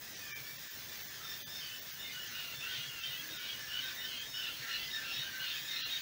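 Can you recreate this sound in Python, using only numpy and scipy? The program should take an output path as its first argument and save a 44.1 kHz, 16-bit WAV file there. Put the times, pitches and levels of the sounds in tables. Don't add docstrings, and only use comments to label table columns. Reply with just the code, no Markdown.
import sys
import numpy as np
from scipy import signal
from scipy.fft import rfft, irfft, next_fast_len
from scipy.io import wavfile
from scipy.ndimage import uniform_filter1d

SR = 44100
rng = np.random.default_rng(int(sys.argv[2]) if len(sys.argv) > 2 else 0)


def pcm_store(signal):
    levels = np.round(np.clip(np.atleast_2d(signal), -1, 1) * 32767)
    wavfile.write(sys.argv[1], SR, levels.astype(np.int16).T)


def gain_from_db(level_db):
    decades = np.asarray(level_db, float) / 20
    return 10 ** decades


N = 265393


def evened(x):
    return x / np.sqrt(np.mean(x ** 2) + 1e-20)


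def coloured(x, points):
    curve_hz, curve_db = np.transpose(points)
    size = next_fast_len(N)
    hz = np.fft.rfftfreq(size, 1 / SR)
    level_db = np.interp(np.log(hz + 1), np.log(curve_hz + 1), curve_db, left=-200, right=-200)
    gain = gain_from_db(level_db) * (hz < 15720)
    return evened(irfft(rfft(x, size) * gain, size)[:N])


def drift(seconds):
    span = max(round(seconds * SR), 1)
    once = uniform_filter1d(rng.standard_normal(N), span)
    return evened(uniform_filter1d(once, span))


def add(mix, start_s, sound):
    part = mix[max(round(start_s * SR), 0):][:len(sound)]
    part += sound[:len(part)]


def rasp(share, seconds):
    beats = drift(seconds) + 1j * drift(seconds)
    breath = drift(seconds / 4) + 1j * drift(seconds / 4)
    waver = np.exp(.8j * drift(.014))
    return waver * (np.sqrt(1 - share) + np.sqrt(share / 2) * (.9 * beats + .44 * breath))


def whistle(length_s, start_hz, middle_hz, end_hz, rough, partials=(1.,), edge=0.76):
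    u = np.linspace(0, 1, max(round(length_s * SR), 8))
    hz = (1 - u) * (1 - 2 * u) * start_hz
    hz += 4 * u * (1 - u) * middle_hz
    hz += u * (2 * u - 1) * end_hz
    phase = 2 * np.pi * np.cumsum(hz) / SR
    tone = sum(a * np.exp(1j * (k + 1) * phase) for k, a in enumerate(partials))
    at = int(rng.random() * (N - SR))
    rough_tone = evened((tone * rough[at:at + len(u)]).real)
    return np.sqrt(len(partials)) * rough_tone * signal.windows.tukey(len(u), edge)


def shore(x, t60, wet_db):
    at = np.arange(40, SR // 2, 22)
    taps = np.zeros(SR)
    signs = rng.choice([-1., 1.], len(at))
    taps[at + rng.integers(0, 22, len(at))] = signs * gain_from_db(-60 * at / SR / t60)
    taps *= gain_from_db(wet_db) / np.linalg.norm(taps)
    taps[0] = 1
    return signal.fftconvolve(x, taps / np.linalg.norm(taps))[:N]


# (pitch_hz, level_db)
NIGHT_TONE = [(12, -54), (20, -17.5), (65, -4), (134, -2.5), (182, -5), (280, -5), (321, -6), (415, -7.5),
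              (476, -7), (867, -9.5), (1200, -13.5), (1560, -50), (2640, -120)]


def night_rumble():
    air = coloured(rng.standard_normal(N), NIGHT_TONE) * gain_from_db(-61 + 1.4 * drift(0.036))
    hum = coloured(rng.standard_normal(N), [(100, -28), (140, -10), (180, -29.0)])
    return air + hum * gain_from_db(-71.5 + 5.5 * drift(0.024))


def microphone_hiss():
    tone = [(1000, 6.0), (7000, 3.5), (10000, 1.5), (15900, 1.5)]
    return coloured(rng.standard_normal(N), tone) * gain_from_db(-56.5)


# (pitch_hz, level_db)
LAMP_TONES = [
    (6449, -70),
    (12898, -82),
]


def lamp_whine():
    turns = np.cumsum(1 + 0.00016 * drift(0.12)) / SR
    return sum(np.sqrt(2) * gain_from_db(db) * np.sin(2 * np.pi * hz * turns) for hz, db in LAMP_TONES)


# (pitch_hz, level_db)
INSECT_TONE = [(13000, -55), (13900, -16), (14900, -6.5), (15400, -1.5), (15720, -1)]


def insects():
    swell_db = 1.3 * drift(0.0017) + 0.64 * drift(0.038) + 1.1 * drift(0.13)
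    ticks = rng.standard_normal(N) * gain_from_db(swell_db)
    return gain_from_db(-52) * coloured(ticks, INSECT_TONE)


# (pitch_hz, level_db)
FLOCK_TONE = [(650, -24), (1100, -16.5), (1720, 1), (2190, -4), (3030, -2), (3580, 0), (4120, -3.5),
              (5510, -1.5), (6610, -4.5), (8000, -17.5), (10400, -51), (17600, -120)]
# (time_s, effort_db)
FLOCK_EFFORT = [(0, -53.5), (.45, -52.5), (.69, -51.5), (1.34, -51.5), (1.79, -51), (2.16, -49.5),
                (2.75, -46), (2.97, -50.5), (3.5, -47), (3.9, -46.5), (4.34, -50), (4.74, -42.5),
                (4.89, -47), (5.05, -43.5), (5.19, -45.5), (5.5, -43), (5.65, -44), (6.02, -42.5)]


def far_flock():
    calls, rough = np.zeros(N), rasp(share=.7, seconds=.003)
    for when, size, pitch, bend, length in rng.random((900, 5)):
        hz = 1150 * (2250 / 1150) ** pitch
        arch = hz * (.99 - .06 * bend), hz, hz * (.92 + .07 * bend)
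        call = whistle(.05 + .1 * length, *arch, rough, (1., 1., 1., 1.))
        add(calls, when * N / SR - .06, gain_from_db(5. * size) * call)
    blur = evened(shore(calls, t60=.2, wet_db=-3.)) + .8 * rng.standard_normal(N)
    hz, t, z = signal.stft(blur, SR, nperseg=512)
    z /= np.sqrt(np.mean(abs(z) ** 2, axis=1))[:, None]

    time_s, effort_db = np.transpose(FLOCK_EFFORT)
    extra_db = np.interp(t, time_s, effort_db) + 51
    low = np.clip((2500 - hz) / 400, 0, 1)[:, None]
    shrill = np.clip((hz - 4300) / 600, 0, 1)[:, None]
    z *= gain_from_db(1.5 * low - (0.5 * low + 0.81 * shrill) * extra_db)

    wave_s, crest_s, join_s, depth_db = .343, 2.43, 2.05, 2
    joined = np.clip(2 * (t - join_s) + 1, 0, 1)
    wave_db = depth_db * joined * np.cos(2 * np.pi * (t - crest_s) / wave_s)
    z *= gain_from_db((1 - low - shrill) * wave_db)
    flock = coloured(signal.istft(z, SR, nperseg=512)[1][:N], FLOCK_TONE)
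    return gain_from_db(np.interp(np.arange(N) / SR, time_s, effort_db) + 1.0) * flock


def sing(calls, arch, rough, sides_db=None):
    out = np.zeros(N)
    partials = (gain_from_db(sides_db[0]), 1, gain_from_db(sides_db[1])) if sides_db is not None else (1,)
    for start_s, length_s, hz, db, *glide_hz in calls:
        stray = .008 * rng.uniform(-1, 1, 2)
        start_hz, end_hz = hz * (np.array(arch) + stray) + sum(glide_hz) * np.array([-.5, .5])
        pitches = np.array([start_hz, hz, end_hz])
        if sides_db is not None:
            pitches = pitches / 2
        call = whistle(length_s + .03, *pitches, rough, partials, edge=0.65)
        add(out, start_s - .015, gain_from_db(db) * call / np.sqrt(len(partials)))
    return out


# (start_s, length_s, loudest_partial_hz, level_db)
PIPER_CALLS = [(1.215, .17, 3620, -47.5), (1.37, 0.13, 3480, -54.5), (1.492, 0.13, 3610, -48),
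               (1.985, 0.12, 3634, -47), (2.48, 0.19, 3610, -54.5), (2.54, .13, 3550, -49.5),
               (2.65, .18, 3640, -52.5), (3.01, 0.15, 3640, -52), (3.053, 0.14, 3670, -52),
               (3.292, 0.1, 3695, -49.5), (3.417, 0.054, 3750, -53), (3.805, 0.11, 3730, -47),
               (3.956, .12, 3683, -48.5), (4.22, 0.22, 3700, -52.5), (4.37, 0.15, 3590, -48),
               (4.702, 0.19, 3400, -48), (4.905, 0.081, 3740, -42), (5.118, .15, 3740, -43.5),
               (5.43, .14, 3520, -47), (5.471, 0.066, 3650, -44), (5.675, 0.12, 3692, -42.5),
               (5.754, .13, 4010, -46), (5.78, 0.081, 3330, -56), (5.905, 0.076, 3736, -39.5)]
# (start_s, length_s, loudest_partial_hz, level_db, glide_hz)
CALLER_CALLS = [(1.613, 0.096, 2970, -52.5, -82), (1.706, .07, 3000, -52, 5), (1.99, .1, 2920, -53.5, -55),
                (2.083, 0.21, 2936, -50.5, -91), (2.329, .1, 2854, -46.5, 122),
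                (2.409, 0.17, 2803, -47.5, -83), (2.617, 0.12, 2830, -47.5, 289),
                (2.767, .1, 2850, -47, -100), (2.869, 0.16, 2804, -47, -160),
                (3.105, 0.056, 2920, -46.5, 300), (3.357, 0.29, 2935, -51, 60),
                (3.672, .14, 2878, -45.5, 199), (3.703, .12, 2990, -42.5, -34),
                (3.8, .12, 3080, -52.5, 258), (4.0, 0.093, 3008, -48, 280),
                (4.062, 0.096, 2980, -47.5, -240), (4.339, 0.085, 3003, -42, 135),
                (4.4, 0.13, 2880, -44.5, -200), (4.685, .11, 2884, -45, 63),
                (5.398, 0.081, 2900, -43.5, -90), (5.452, .09, 2796, -45.5, -130),
                (5.763, .135, 2794, -47.5, -66)]
# (start_s, length_s, loudest_partial_hz,
# level_db, glide_hz)
CALLER_SECOND_CALLS = [(1.601, 0.098, 3076, -49, -170), (2.693, 0.095, 3230, -50, 137), (2.72, 0.1, 3155, -47.5, 38),
                       (2.823, 0.086, 3310, -50, -125), (3.017, 0.089, 3140, -44, -4), (3.146, 0.08, 3230, -50, 208),
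                       (3.361, 0.15, 3050, -50, -120), (3.483, 0.059, 3260, -47, 3), (3.808, 0.069, 3190, -52, -100),
                       (4.03, 0.12, 3116, -50, -100), (4.11, 0.18, 3195, -47, 150), (4.442, .12, 3090, -49, 168),
                       (4.779, 0.14, 3080, -46.5, -67), (5.07, 0.145, 3310, -49, 120), (5.133, 0.17, 3000, -52, -57),
                       (5.495, 0.11, 3120, -51, 43), (5.97, 0.045, 3110, -49.5, 52)]
# (start_s, length_s, loudest_partial_hz, level_db, glide_hz)
NEIGHBOUR_CALLS = [(0.196, 0.12, 2480, -54.5, -120), (.3, 0.11, 2335, -46.5, -32.5),
                   (.43, 0.12, 2300, -57, -3), (1.603, 0.14, 2540, -58.5, 6),
                   (1.694, 0.093, 2680, -55.5, -22), (2.421, 0.12, 2716, -60, 145),
                   (2.61, 0.072, 2684, -45, 119), (2.995, 0.097, 2676, -50, 22),
                   (3.114, 0.14, 2670, -53, 90), (3.356, 0.19, 2290, -56, -63),
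                   (4.112, 0.15, 2550, -53, -96), (4.404, 0.13, 2716, -46, 35),
                   (4.686, 0.19, 2700, -48.5, 118), (4.735, 0.1, 2590, -54, -63),
                   (5.029, 0.11, 2750, -45, 48), (5.066, 0.15, 2620, -50.5, 117),
                   (5.457, 0.12, 2610, -53, 20)]
# (start_s, length_s, pitch_hz, level_db)
LOW_CALLS = [(.157, 0.24, 1770, -56.5), (2.03, .1, 2132, -51.5), (2.644, 0.13, 1905, -51),
             (3.044, .16, 1976, -53.5), (3.179, 0.15, 1670, -53.5), (3.564, 0.2, 1732, -48.5),
             (3.74, 0.11, 1695, -53), (3.939, 0.14, 1797, -54), (3.954, 0.091, 1955, -49.5),
             (4.595, 0.19, 1817, -48), (4.622, 0.127, 1960, -50.5), (4.791, 0.14, 2020, -50.5),
             (4.916, 0.133, 1772, -48.5), (5.172, 0.23, 1837, -54), (5.687, 0.11, 2090, -54),
             (5.698, 0.15, 1840, -51.5)]
# (start_s, length_s, pitch_hz, level_db)
DEEP_CALLS = [(0.248, 0.11, 1190, -60.5), (1.182, .11, 1300, -55.5), (2.142, 0.059, 1490, -56),
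              (2.267, 0.16, 1490, -58), (2.642, 0.12, 1500, -53.5), (3.2, .16, 320, -61.5),
              (3.325, 0.13, 1465, -54), (3.677, 0.18, 1480, -73), (3.817, 0.13, 1550, -49),
              (4.369, 0.26, 1455, -68), (4.603, 0.13, 1620, -55), (4.646, 0.082, 1370, -55),
              (4.974, 0.11, 1570, -51), (5.22, 0.097, 1585, -49), (5.306, 0.16, 1550, -47),
              (5.737, 0.16, 1305, -58.5)]
# (start_s, length_s, pitch_hz, level_db)
CHICK_CALLS = [(0.458, 0.089, 4550, -59), (1.068, 0.093, 4270, -65), (1.237, .13, 5360, -55),
               (1.47, 0.204, 5230, -52.5), (1.6, 0.097, 4580, -54), (2.682, 0.18, 4500, -69),
               (3.767, 0.202, 5560, -55), (3.554, 0.22, 5500, -56), (4.278, 0.19, 5330, -51.5),
               (4.689, 0.1, 4150, -49.5), (4.743, 0.089, 4600, -53), (4.836, 0.084, 5010, -50),
               (4.91, 0.1, 5370, -53), (5.1, 0.086, 5350, -48.5), (5.395, 0.13, 4195, -50.5),
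               (5.68, 0.12, 5400, -54), (5.705, 0.21, 4170, -48.5), (5.777, 0.15, 4290, -63)]
CALL_ARCHES = [
    (.992, .978),
    (.99, .99),
    (.995, .995),
    (1, 1),
    (.99, .975),
    (.98, .985),
    (.995, .99),
]
# (below_it_db, above_it_db)
SIDE_PARTIALS = [
    (-12.5, -12.5),
    (-12.5, -17.5),
    (-19.5, -11.5),
    (-15.5, -30),
]


def near_calls():
    clear, hoarse = rasp(share=.28, seconds=.0045), rasp(share=.48, seconds=.004)
    out = sing(PIPER_CALLS, CALL_ARCHES[0], clear, SIDE_PARTIALS[0])
    out += sing(CALLER_CALLS, CALL_ARCHES[1], hoarse, SIDE_PARTIALS[1])
    out += sing(CALLER_SECOND_CALLS, CALL_ARCHES[2], hoarse, SIDE_PARTIALS[2])
    out += sing(NEIGHBOUR_CALLS, CALL_ARCHES[3], clear, SIDE_PARTIALS[3])
    out += sing(LOW_CALLS, CALL_ARCHES[4], clear)
    out += sing(DEEP_CALLS, CALL_ARCHES[5], clear)
    out += sing(CHICK_CALLS, CALL_ARCHES[6], hoarse)
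    return shore(out, t60=.1, wet_db=-7.)


def scene():
    night = night_rumble() + microphone_hiss() + lamp_whine()
    return np.tile(night + insects() + far_flock() + near_calls(), (2, 1))


# (block_centre_s, rounding_step_db)
THIN_MOMENTS = [(.1585, -39), (.3211, -36), (.3443, -34), (.5765, -39), (.6926, -38), (1.0409, -38),
                (1.0873, -39), (1.4356, -37), (1.4589, -34), (1.8072, -39), (1.9233, -39), (2.2948, -39),
                (3.0146, -38), (3.3861, -38), (4.1988, -38), (5.8242, -35), (5.8474, -33)]
# (pitch_hz, step_db)
COARSER_STEPS = [(300, -1), (900, 1), (1500, 4), (3000, 3), (6000, 1.5), (8000, -3), (13500, -3),
                 (14500, 3)]


def thinned(dry):
    block, first = 1024, 848
    n, k = np.arange(2 * block), np.arange(block) + .5
    waves = np.cos(np.pi / block * np.outer(n + .5 + block / 2, k))
    waves *= np.sqrt(2 / block) * np.sin(np.pi * (n + .5) / (2 * block))[:, None]
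    coarser_db = np.interp(k * SR / (2 * block), *np.transpose(COARSER_STEPS))
    out = dry.copy()
    for centre_s, step_db in THIN_MOMENTS:
        at = first + block * (round((centre_s * SR - first) / block) - 1)
        tones = dry[:, at:at + 2 * block] @ waves
        step = gain_from_db(step_db + coarser_db)
        kept = np.sign(tones) * np.floor(abs(tones) / step + .4) * step
        out[:, at:at + 2 * block] += (kept - tones) @ waves.T
    return out


def roll_off(x):
    return signal.sosfilt(signal.butter(12, 17110, fs=SR, output="sos"), x)


def record(dry):
    mix = thinned(dry)
    return roll_off(mix)


dry = scene()
out = record(dry)
pcm_store(out)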